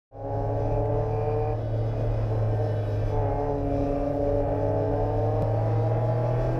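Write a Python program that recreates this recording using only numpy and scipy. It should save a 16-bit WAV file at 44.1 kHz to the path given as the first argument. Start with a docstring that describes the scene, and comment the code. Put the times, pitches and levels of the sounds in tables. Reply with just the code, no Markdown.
"""A four-cylinder race car engine, heard from the cockpit while running through a bend in a pack.
Its firings make the exhaust pipe ring as it pulls, eases off, then pulls again with wavering revs.
The body drones and the drivetrain whines with the road speed, thin gear tones come and go,
and a rival's engine sings close by. Tyres roar, wind buffets the open cabin, and loose parts rattle."""
import sys
import numpy as np
from scipy import signal
from scipy.fft import rfft, irfft, next_fast_len
from scipy.io import wavfile

SR = 44100
rng = np.random.default_rng(int(sys.argv[2]) if len(sys.argv) > 2 else 0)


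def to_wav(sig):
    """Store sig (one row per channel, or 1-D mono) as 16-bit WAV at the path in sys.argv[1].

    Samples outside -1..1 are clipped; the rate is SR.
    """
    pcm = np.clip(np.atleast_2d(sig), -1, 1) * 32767
    pcm = np.round(pcm).astype(np.int16)
    wavfile.write(sys.argv[1], SR, pcm.T)  # frames by channels


N = 290619
TIME = np.arange(N) / SR

# how the cabin colours road noise and drone: (frequency [Hz], relative level [dB])
CABIN_SPECTRUM = [(130, -30), (195, -14.5), (265, -3), (305, -12), (350, -11.5), (400, -4), (455, -1),
                  (520, -3), (610, -1), (750, -10), (860, -11), (950, -30), (1400, -31)]
# machinery as heard in the cabin: (frequency [Hz], relative level [dB])
WHIRR_SPECTRUM = [(700, -17.5), (950, 4.5), (1150, 3.5), (1400, 0), (1570, -1), (1850, -4), (2020, -6.5),
                  (2200, -7.5), (2400, -7), (2750, -12), (3200, -23.5), (4200, -32)]
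GEAR_ATTACK_S, GEAR_RELEASE_S = .14, .11


def from_db(db):
    """Turn decibels into a gain to multiply by."""
    return 10 ** (np.asarray(db) / 20)


def rms_one(x):
    """Scale a signal to an average strength (rms) of one."""
    return x / np.sqrt(np.mean(x ** 2) + 1e-20)


def in_time(rows):
    """Join a table's points with lines: one curve for each column after the time."""
    times, *columns = np.transpose(rows)
    return [np.interp(TIME, times, column) for column in columns]


def drift(rate):
    """Smooth random wandering of about size one; a higher rate wanders faster."""
    pole = np.exp(-80 * np.pi * rate / SR)
    noise = rng.standard_normal(N // 40 + 2002)
    slow = signal.lfilter([1], [1, -2 * pole, pole * pole], noise)[2000:]
    return np.interp(np.arange(N) / 40, np.arange(len(slow)), rms_one(slow))


def colour(x, spectrum):
    """Filter a sound by a spectrum that falls away beyond its ends; rms one."""
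    hz, db = np.transpose(spectrum)
    size = next_fast_len(N)
    bins_hz = np.maximum(np.fft.rfftfreq(size, 1 / SR), 1)
    gain = from_db(np.interp(np.log(bins_hz), np.log(hz), db))
    gain *= np.minimum(bins_hz / hz[0], 1) ** 2 * np.minimum(hz[-1] / bins_hz, 1) ** 2
    return rms_one(irfft(rfft(x, size) * gain, size)[:N])


def turning(hz, jitter):
    """Count the cycles of a slightly unsteady rotation."""
    return np.cumsum(hz * (1 + jitter * drift(27.7))) / SR


def partial(cycles, order, db, waver_db, lag=0):
    """One tone of wavering level; its 'order' is how often it vibrates in each cycle."""
    return np.sqrt(2) * from_db(db + waver_db * drift(10.5)) * np.cos(2 * np.pi * (order * cycles - lag))


def hum(cycles, level_db, orders, waver_db):
    """A stack of tones whose balance keeps shifting."""
    return sum(partial(cycles, k, level_db + db, waver_db, lag=rng.random()) for k, db in orders)


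def spell(start, end, attack_s, release_s):
    """A gain that rises to one, holds until the end time, then falls away."""
    return np.clip((TIME - start) / attack_s, 0, 1) - np.clip((TIME - end) / release_s, 0, 1)


def bursts(rows, attack_s, release_s):
    """Several spells, each at its own level."""
    return sum(from_db(db) * spell(start, end, attack_s, release_s) for start, end, db in rows)


def clatter(cycles, size=512):
    """Meshing parts repeat a rough pattern every four cycles; three such patterns take turns."""
    place = cycles / 4 % 1 * size
    grid = np.arange(size * 8) / 8
    orders = np.arange(size // 2)
    out = 0
    for k in range(3):
        # some tones stand out, mostly even-numbered ones; the highest die away
        strength = from_db(8 * np.clip(rng.standard_normal(len(orders)), -2, 1.4) - 4 * (orders % 2))
        strength *= np.clip((orders[-1] - orders) / (size / 6), 0, 1)
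        pattern = irfft(strength * np.exp(2j * np.pi * rng.random(len(orders))), len(grid))
        turn = np.cos(2 * np.pi * (.4 * TIME + k / 3))
        out += np.interp(place, grid, pattern, period=size) * (1 + 0.36 * drift(4)) * turn
    return rms_one(out)


def pulsing_noise(firings, depth):
    """Churning air that swells with each firing."""
    return rms_one(rng.standard_normal(N) * (1 + depth * np.cos(2 * np.pi * firings)))


def cabin_echoes(x, decay_s=.07, share=.35):
    """Add dense, short echoes off bare metal and glass; rms one."""
    age = TIME[:int(decay_s * SR)]
    echoes = rng.standard_normal(len(age)) * from_db(-60 * age / decay_s)
    reflected = rms_one(signal.fftconvolve(x, echoes)[:N])
    return rms_one(np.sqrt(1 - share) * x + np.sqrt(share) * reflected)


def engine(firings, firing_hz):
    """The throttle sets the exhaust's strength; tones swell as the revs carry them through resonances."""
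    # presses of the pedal: (start [s], end [s], opening [1 = wide open], brightness [dB per order],
    # time to open [s], time to close [s])
    pulls = [(0, 1.545, .97, 0, .05, .025), (2.2, 2.65, .5, 0, .12, .15), (3.06, 3.52, 1.08, .5, .1, .14),
             (3.9, 4.35, .62, -3, .25, .12), (4.35, 6.3, .95, .1, .12, .25)]
    # resonances of pipe and cabin: (frequency [Hz], level [dB])
    pipe = [(405, -43), (425, -35), (450, -30.5), (500, -42.5), (565, -37), (605, -37), (660, -38),
            (705, -41.5), (755, -37), (810, -38.5), (870, -42.5), (915, -48.5), (975, -52), (1055, -48.5),
            (1150, -53)]
    # exhaust tones; unequal cylinders add the half orders: (order, relative level [dB])
    exhaust_orders = [(1, -5), (2, -5), (3, 0), (3.5, -9), (4, .5), (4.5, -8.5), (5, .5), (5.5, -7), (6, 0),
                      (6.5, -11), (7, -4.5), (8, -7), (9, -16), (10, -16), (11, -10), (12, -15), (13, -16)]
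    quarter_orders = [(k, -19) for k in np.arange(3.25, 7, .5)]
    coasting_db = -16.5  # throttle shut, compared with wide open
    throttle, tilt_db = 0, 0
    for start, end, opening, brightness_db, open_s, close_s in pulls:
        pedal = spell(start, end, open_s, close_s)
        throttle += opening * pedal
        tilt_db += brightness_db * pedal
    pipe_hz, pipe_db = np.transpose(pipe)
    out = 0
    for k, db in exhaust_orders + quarter_orders:
        level_db = db + np.interp(k * firing_hz, pipe_hz, pipe_db) + coasting_db * (1 - throttle)
        level_db += tilt_db * (np.clip(k, 3, 6) - 4.5)
        # the pipe delays high tones a little, so each bark rings on
        lag = rng.random() if k % 1 else 0.0306 * k * k
        out += partial(firings, k, level_db, waver_db=1.6, lag=lag)
    return out * (1 + 0.023 * drift(53))  # no two firings are equally strong


def drone():
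    """The body booms with the road speed; its overtones swell as they cross the cabin's resonances."""
    # the deep boom: (time [s], pitch [Hz], relative level [dB])
    boom = [(0.1, 105.7, -35), (0.7, 108.6, -29.5), (1.3, 108.8, -30), (1.95, 111.7, -28.5),
            (2.5, 108.4, -26.5), (2.9, 104.5, -28.5), (3.28, 103.4, -29.5), (3.45, 105.4, -38),
            (3.8, 103.7, -32.5), (4.02, 100.5, -45), (4.25, 101.4, -32), (4.9, 103.3, -30.5),
            (5.35, 107.8, -27.5), (5.75, 110.8, -25.5), (6.59, 123.3, -28)]
    # its overtones: (order, relative level [dB])
    overtones = [(2, -14.5), (3, -9.5), (4, -17.5), (5, -15.5), (6, -19), (7, -21)]
    hz, level_db = in_time(boom)
    cycles = turning(hz, jitter=0.0027)
    cabin_hz, cabin_db = np.transpose(CABIN_SPECTRUM)
    out = partial(cycles, 1, level_db + 0.39, waver_db=0.96)
    for k, db in overtones:
        resonance_db = np.interp(k * hz, cabin_hz, cabin_db)
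        out += partial(cycles, k, level_db + db + resonance_db, waver_db=2.5, lag=rng.random())
    return out


def drivetrain_whine(shaft, second_db, fourth_db):
    """The spinning drivetrain whines; its fourth tone swells and fades separately."""
    # the other tones: (order, level compared with order 2 [dB])
    tones = [(1, -14.5), (2, 0), (3, -7.5), (5, -9)]
    return hum(shaft, second_db, tones, waver_db=1.0) + partial(shaft, 4, fourth_db, waver_db=2.5)


def rival():
    """The exhaust of another four-cylinder car a few lengths away."""
    # its engine: (time [s], firing rate [Hz], relative level [dB])
    rival_revs = [(0.45, 158, -54), (0.64, 157.2, -43), (0.78, 149.1, -41), (0.92, 156.2, -43),
                  (1.3, 155.6, -49), (2.1, 151.2, -53), (2.6, 153.2, -43.5), (3.0, 151.5, -46),
                  (3.7, 146.7, -52.5), (4.1, 148.8, -41), (4.33, 151.7, -41), (4.9, 161.2, -39.5),
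                  (5.3, 169.9, -45.5), (5.6, 160.7, -49.5), (5.9, 157.2, -40), (6.1, 160.4, -40.5),
                  (6.28, 157.5, -40.5), (6.59, 168.5, -46)]
    # its exhaust tones: (order, relative level [dB])
    tones = [(1, -4), (2, -6), (2.5, -12.5), (3, 1), (4, 4.3), (4.5, -11), (5, -7.5)]
    hz, level_db = in_time(rival_revs)
    return hum(turning(hz, jitter=0.003), level_db - .3, tones, waver_db=1.5)


def casing_ring(shaft, hiss_db, above_hiss_db=5, width_hz=24):
    """Clatter and churning air set the gear casings ringing."""
    # narrow resonances of the casings: (frequency [Hz], relative level [dB])
    resonances = [(1570, 0.5), (1795, -1), (2365, -4), (2620, -8), (2960, -10), (3400, -9.5), (3850, -20),
                  (4280, -20.5), (4680, -15.5)]
    gain = from_db(hiss_db + above_hiss_db + 2 * drift(1.8))
    shaking = clatter(shaft) + 0.57 * rng.standard_normal(N)
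    ring = 0
    for k, (hz, db) in enumerate(resonances):
        peak_filter = signal.iirpeak(hz, hz / width_hz, SR)
        ring += (-1) ** k * from_db(db) * signal.lfilter(*peak_filter, shaking)
    return gain * rms_one(ring)


def machinery(shaft, firings, spectrum, clatter_share, depth, flutter_db):
    """Repeating clatter mixes with pulsing air into a fluttering whirr."""
    mix = np.sqrt(clatter_share) * clatter(shaft)
    mix += np.sqrt(1 - clatter_share) * pulsing_noise(firings, depth)
    return colour(mix, spectrum) * from_db(flutter_db * drift(7))


def gear_hiss(shaft, firings, level_db):
    """The high part of the machinery's noise echoes around the cabin."""
    # the hiss: (frequency [Hz], relative level [dB])
    band = [(2200, -20.5), (3300, -1.5), (4100, -3), (4750, -1.5), (5600, 0.5), (6500, -7.5), (7400, -11),
            (8500, -25)]
    hiss = machinery(shaft, firings, band, clatter_share=.3, depth=.15, flutter_db=1.16)
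    return from_db(level_db) * cabin_echoes(hiss)


def air_hiss(firings, level_db):
    """Churning air adds a flickering hiss at the very top."""
    # the highest treble: (frequency [Hz], relative level [dB])
    band = [(6500, -10.5), (7600, 0), (8700, 1), (9700, -2.5), (12000, 1), (14500, -5), (16000, -13.5)]
    gain = from_db(level_db + 1.1 * drift(12))
    return gain * cabin_echoes(colour(pulsing_noise(firings, depth=.15), band))


def tyre_roar(firings, level_db):
    """Tyres roar on the road, with two short surges."""
    # surges of the roar: (start [s], end [s], level [dB])
    surges = [(1.57, 1.62, -42.5), (1.98, 2.02, -42)]
    gain = from_db(level_db) + bursts(surges, attack_s=0.014, release_s=0.016)
    return gain * colour(pulsing_noise(firings, depth=0.36), CABIN_SPECTRUM)


def wind_buffet(level_db):
    """Wind beats on the open cabin with a low rumble."""
    # the rumble: (frequency [Hz], relative level [dB])
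    band = [(15, -11), (27, -1), (40, 3.5), (60, -8.5), (80, -10.5), (125, -12.5), (155, -8.5),
            (185, -34.5), (260, -40)]
    return from_db(level_db) * colour(rng.standard_normal(N), band)


def panel_rasp(firings):
    """A panel rasps as the engine shakes it."""
    # spells of rasping: (start [s], end [s], level [dB])
    rasps = [(.5, .8, -64.5), (1.06, 1.33, -54.5), (1.33, 1.52, -58), (2.72, 3.08, -63), (3.7, 4.02, -63)]
    # the panel's tone: (frequency [Hz], relative level [dB])
    band = [(2100, -29), (2370, 8), (2560, 2), (2750, -16), (4300, -23), (4700, -12), (5200, -27)]
    return bursts(rasps, attack_s=0.078, release_s=0.026) * colour(clatter(firings), band)


def rattles(decay_s=0.0024):
    """Something loose taps lightly; each tap is a puff of noise that dies at once."""
    # the taps: (time [s], starting level [dB])
    taps = [(0.858, -42), (4.9365, -42)]
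    gain = sum(from_db(db) * (TIME >= s) * np.exp(-np.abs(TIME - s) / decay_s) for s, db in taps)
    return gain * colour(rng.standard_normal(N), WHIRR_SPECTRUM)


def gear_whines(shaft):
    """Thin gear tones glide with the shaft, each swelling and dying in its turn."""
    # single tones: (start [s], end [s], order of the shaft, level [dB])
    tones = [(1.53, 2.9, 10.11, -65), (1.547, 2.15, 13.9, -67), (1.848, 2.25, 16.7, -67),
             (1.55, 3.0, 19.92, -74), (1.55, 2.25, 22.55, -74.5), (1.55, 2.3, 22.95, -74),
             (1.5, 2.25, 25.56, -76), (1.55, 2.3, 31.54, -75), (1.6, 2.3, 33.7, -78),
             (2.2, 2.45, 26.92, -74), (2.28, 3.05, 12.13, -63), (2.65, 3.1, 16, -67),
             (2.6, 3.0, 26.08, -72), (2.7, 3.1, 20.92, -73), (2.6, 3.05, 23.05, -71), (2.7, 3.0, 31.1, -75),
             (2.8, 3.05, 34.15, -74), (3.02, 3.45, 14.9, -65), (3.55, 4.1, 16.72, -65.5),
             (3.52, 4.05, 18.72, -69), (3.72, 4.05, 8.42, -56), (3.7, 4.08, 39.25, -74),
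             (4.55, 5.0, 37.25, -77), (5.4, 5.85, 30.35, -75), (5.62, 5.88, 25.48, -72),
             (6.38, 6.59, 9.66, -53)]
    return sum(spell(start, end, GEAR_ATTACK_S, GEAR_RELEASE_S) * partial(shaft, order, db, waver_db=2.5)
               for start, end, order, db in tones)


def singing_teeth(shaft):
    """The gear teeth sing in many fine tones at once."""
    # spells of singing: (start [s], end [s], level [dB])
    songs = [(1.5, 3.05, -70), (4.7, 5.5, -72), (5.5, 6.5, -69)]
    # their tone: (frequency [Hz], relative level [dB])
    band = [(2500, -13), (2950, 0.5), (3450, -0.5), (3900, -1.5), (4150, -6), (4700, -6), (5100, -7),
            (5700, -8), (6300, -25)]
    return bursts(songs, GEAR_ATTACK_S, GEAR_RELEASE_S) * colour(clatter(shaft), band)


def sharp_click(click_decay_s=.004, thump_db=11, thump_hz=149.9, thump_decay_s=0.0064):
    """One sharp click with a short, low thump under it."""
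    # the click: (time [s], peak level [dB])
    clicks = [(5.4232, -28.5)]
    (start, db), = clicks
    age = np.maximum(TIME - start, 0)
    click = (TIME >= start) * np.exp(-age / click_decay_s)
    thump = from_db(thump_db) * np.sin(2 * np.pi * thump_hz * age) * np.exp(-age / thump_decay_s)
    return from_db(db) * (click + thump)


def scene():
    """Engines, drivetrain, road and wind, heard from one spot behind the driver."""
    # engine speed: (time [s], firing rate [Hz])
    revs = [(0.1, 132.8), (0.28, 138.1), (0.43, 138.9), (0.58, 141.5), (0.78, 142), (1.17, 148),
            (1.57, 151.9), (1.97, 145.6), (2.25, 153.2), (2.47, 142.4), (2.62, 151), (2.8, 140.7),
            (3.06, 139.6), (3.17, 146.8), (3.3, 138), (3.45, 145.2), (3.62, 140.2), (4.15, 140.7),
            (4.36, 143), (4.48, 137), (4.6, 143.1), (4.78, 142.4), (5.43, 155.4), (5.53, 156.4),
            (5.65, 162.8), (5.79, 157.7), (5.96, 165.8), (6.59, 170.4)]
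    # drivetrain whine: (time [s], shaft rate [Hz], level of order 2 [dB], level of order 4 [dB])
    drivetrain = [(0.1, 140, -42, -41), (0.9, 147.5, -41.5, -41), (1.5, 147.3, -48.5, -45),
                  (2.0, 148.2, -46, -49.5), (2.45, 150.1, -54, -49), (3.0, 146.2, -48, -54),
                  (3.15, 145, -43, -44), (3.72, 140.4, -30.5, -37), (4.05, 141.1, -31.5, -34),
                  (4.3, 142.5, -35.5, -30.5), (4.55, 143.2, -36, -35.5), (4.9, 142.5, -37, -38),
                  (5.4, 147.3, -41, -40), (5.8, 151.8, -43, -41), (6.15, 156.3, -47, -41),
                  (6.59, 165.8, -35, -41)]
    # rushing noises: (time [s], wind level [dB], tyre level [dB], whirr level [dB])
    rush = [(.3, -35, -42, -55.5), (.65, -31, -39.5, -54), (1.1, -34, -45, -51), (1.5, -33, -47.5, -52),
            (1.65, -37, -41, -56.5), (2.0, -32.5, -36, -51.5), (2.75, -37, -38, -51.5),
            (3.15, -30.5, -38, -51), (3.45, -32.5, -41.5, -55), (3.75, -30.5, -34.5, -50.5),
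            (4.4, -32.5, -39, -51), (5.2, -35.5, -40.5, -51.5), (5.7, -39.5, -37.5, -49),
            (6.15, -40.5, -39.5, -50), (6.59, -31, -32, -46)]
    # high noises: (time [s], gear hiss level [dB], air hiss level [dB])
    treble = [(0.36, -71, -82.5), (0.63, -67, -78.5), (1.0, -70.5, -82), (1.17, -68.5, -79),
              (1.58, -70.5, -81), (1.91, -66.5, -77), (2.69, -65, -74.5), (3.1, -64, -73),
              (3.19, -69, -82.5), (3.6, -67, -78.5), (3.7, -65.5, -75), (4.12, -64.5, -74),
              (4.45, -68, -78), (5.7, -65, -75.5), (6.07, -66, -76), (6.55, -62, -73.5)]
    firing_hz, = in_time(revs)
    shaft_hz, second_db, fourth_db = in_time(drivetrain)
    wind_db, tyre_db, whirr_db = in_time(rush)
    hiss_db, air_db = in_time(treble)
    firings = turning(firing_hz, jitter=0.0023)
    shaft = turning(shaft_hz, jitter=0.0007)
    mix = engine(firings, firing_hz) + drone() + drivetrain_whine(shaft, second_db, fourth_db) + rival()
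    mix += casing_ring(shaft, hiss_db)
    whirr = machinery(shaft, firings, WHIRR_SPECTRUM, clatter_share=0.28, depth=0.3, flutter_db=0.7)
    mix += from_db(whirr_db) * whirr + gear_hiss(shaft, firings, hiss_db)
    mix += air_hiss(firings, air_db) + tyre_roar(firings, tyre_db) + wind_buffet(wind_db)
    mix += panel_rasp(firings) + rattles() + gear_whines(shaft) + singing_teeth(shaft) + sharp_click()
    return mix[None]


def record(dry):
    """Fade the sound in and cut the very highest treble."""
    start_s, fade_s, cutoff_hz = 0.11, 0.24, 16400
    fade = np.clip((TIME - start_s) / fade_s, 0, 1) ** 0.97
    return signal.sosfilt(signal.cheby2(12, 70, cutoff_hz, fs=SR, output="sos"), dry * fade)


dry = scene()
out = record(dry)
to_wav(out)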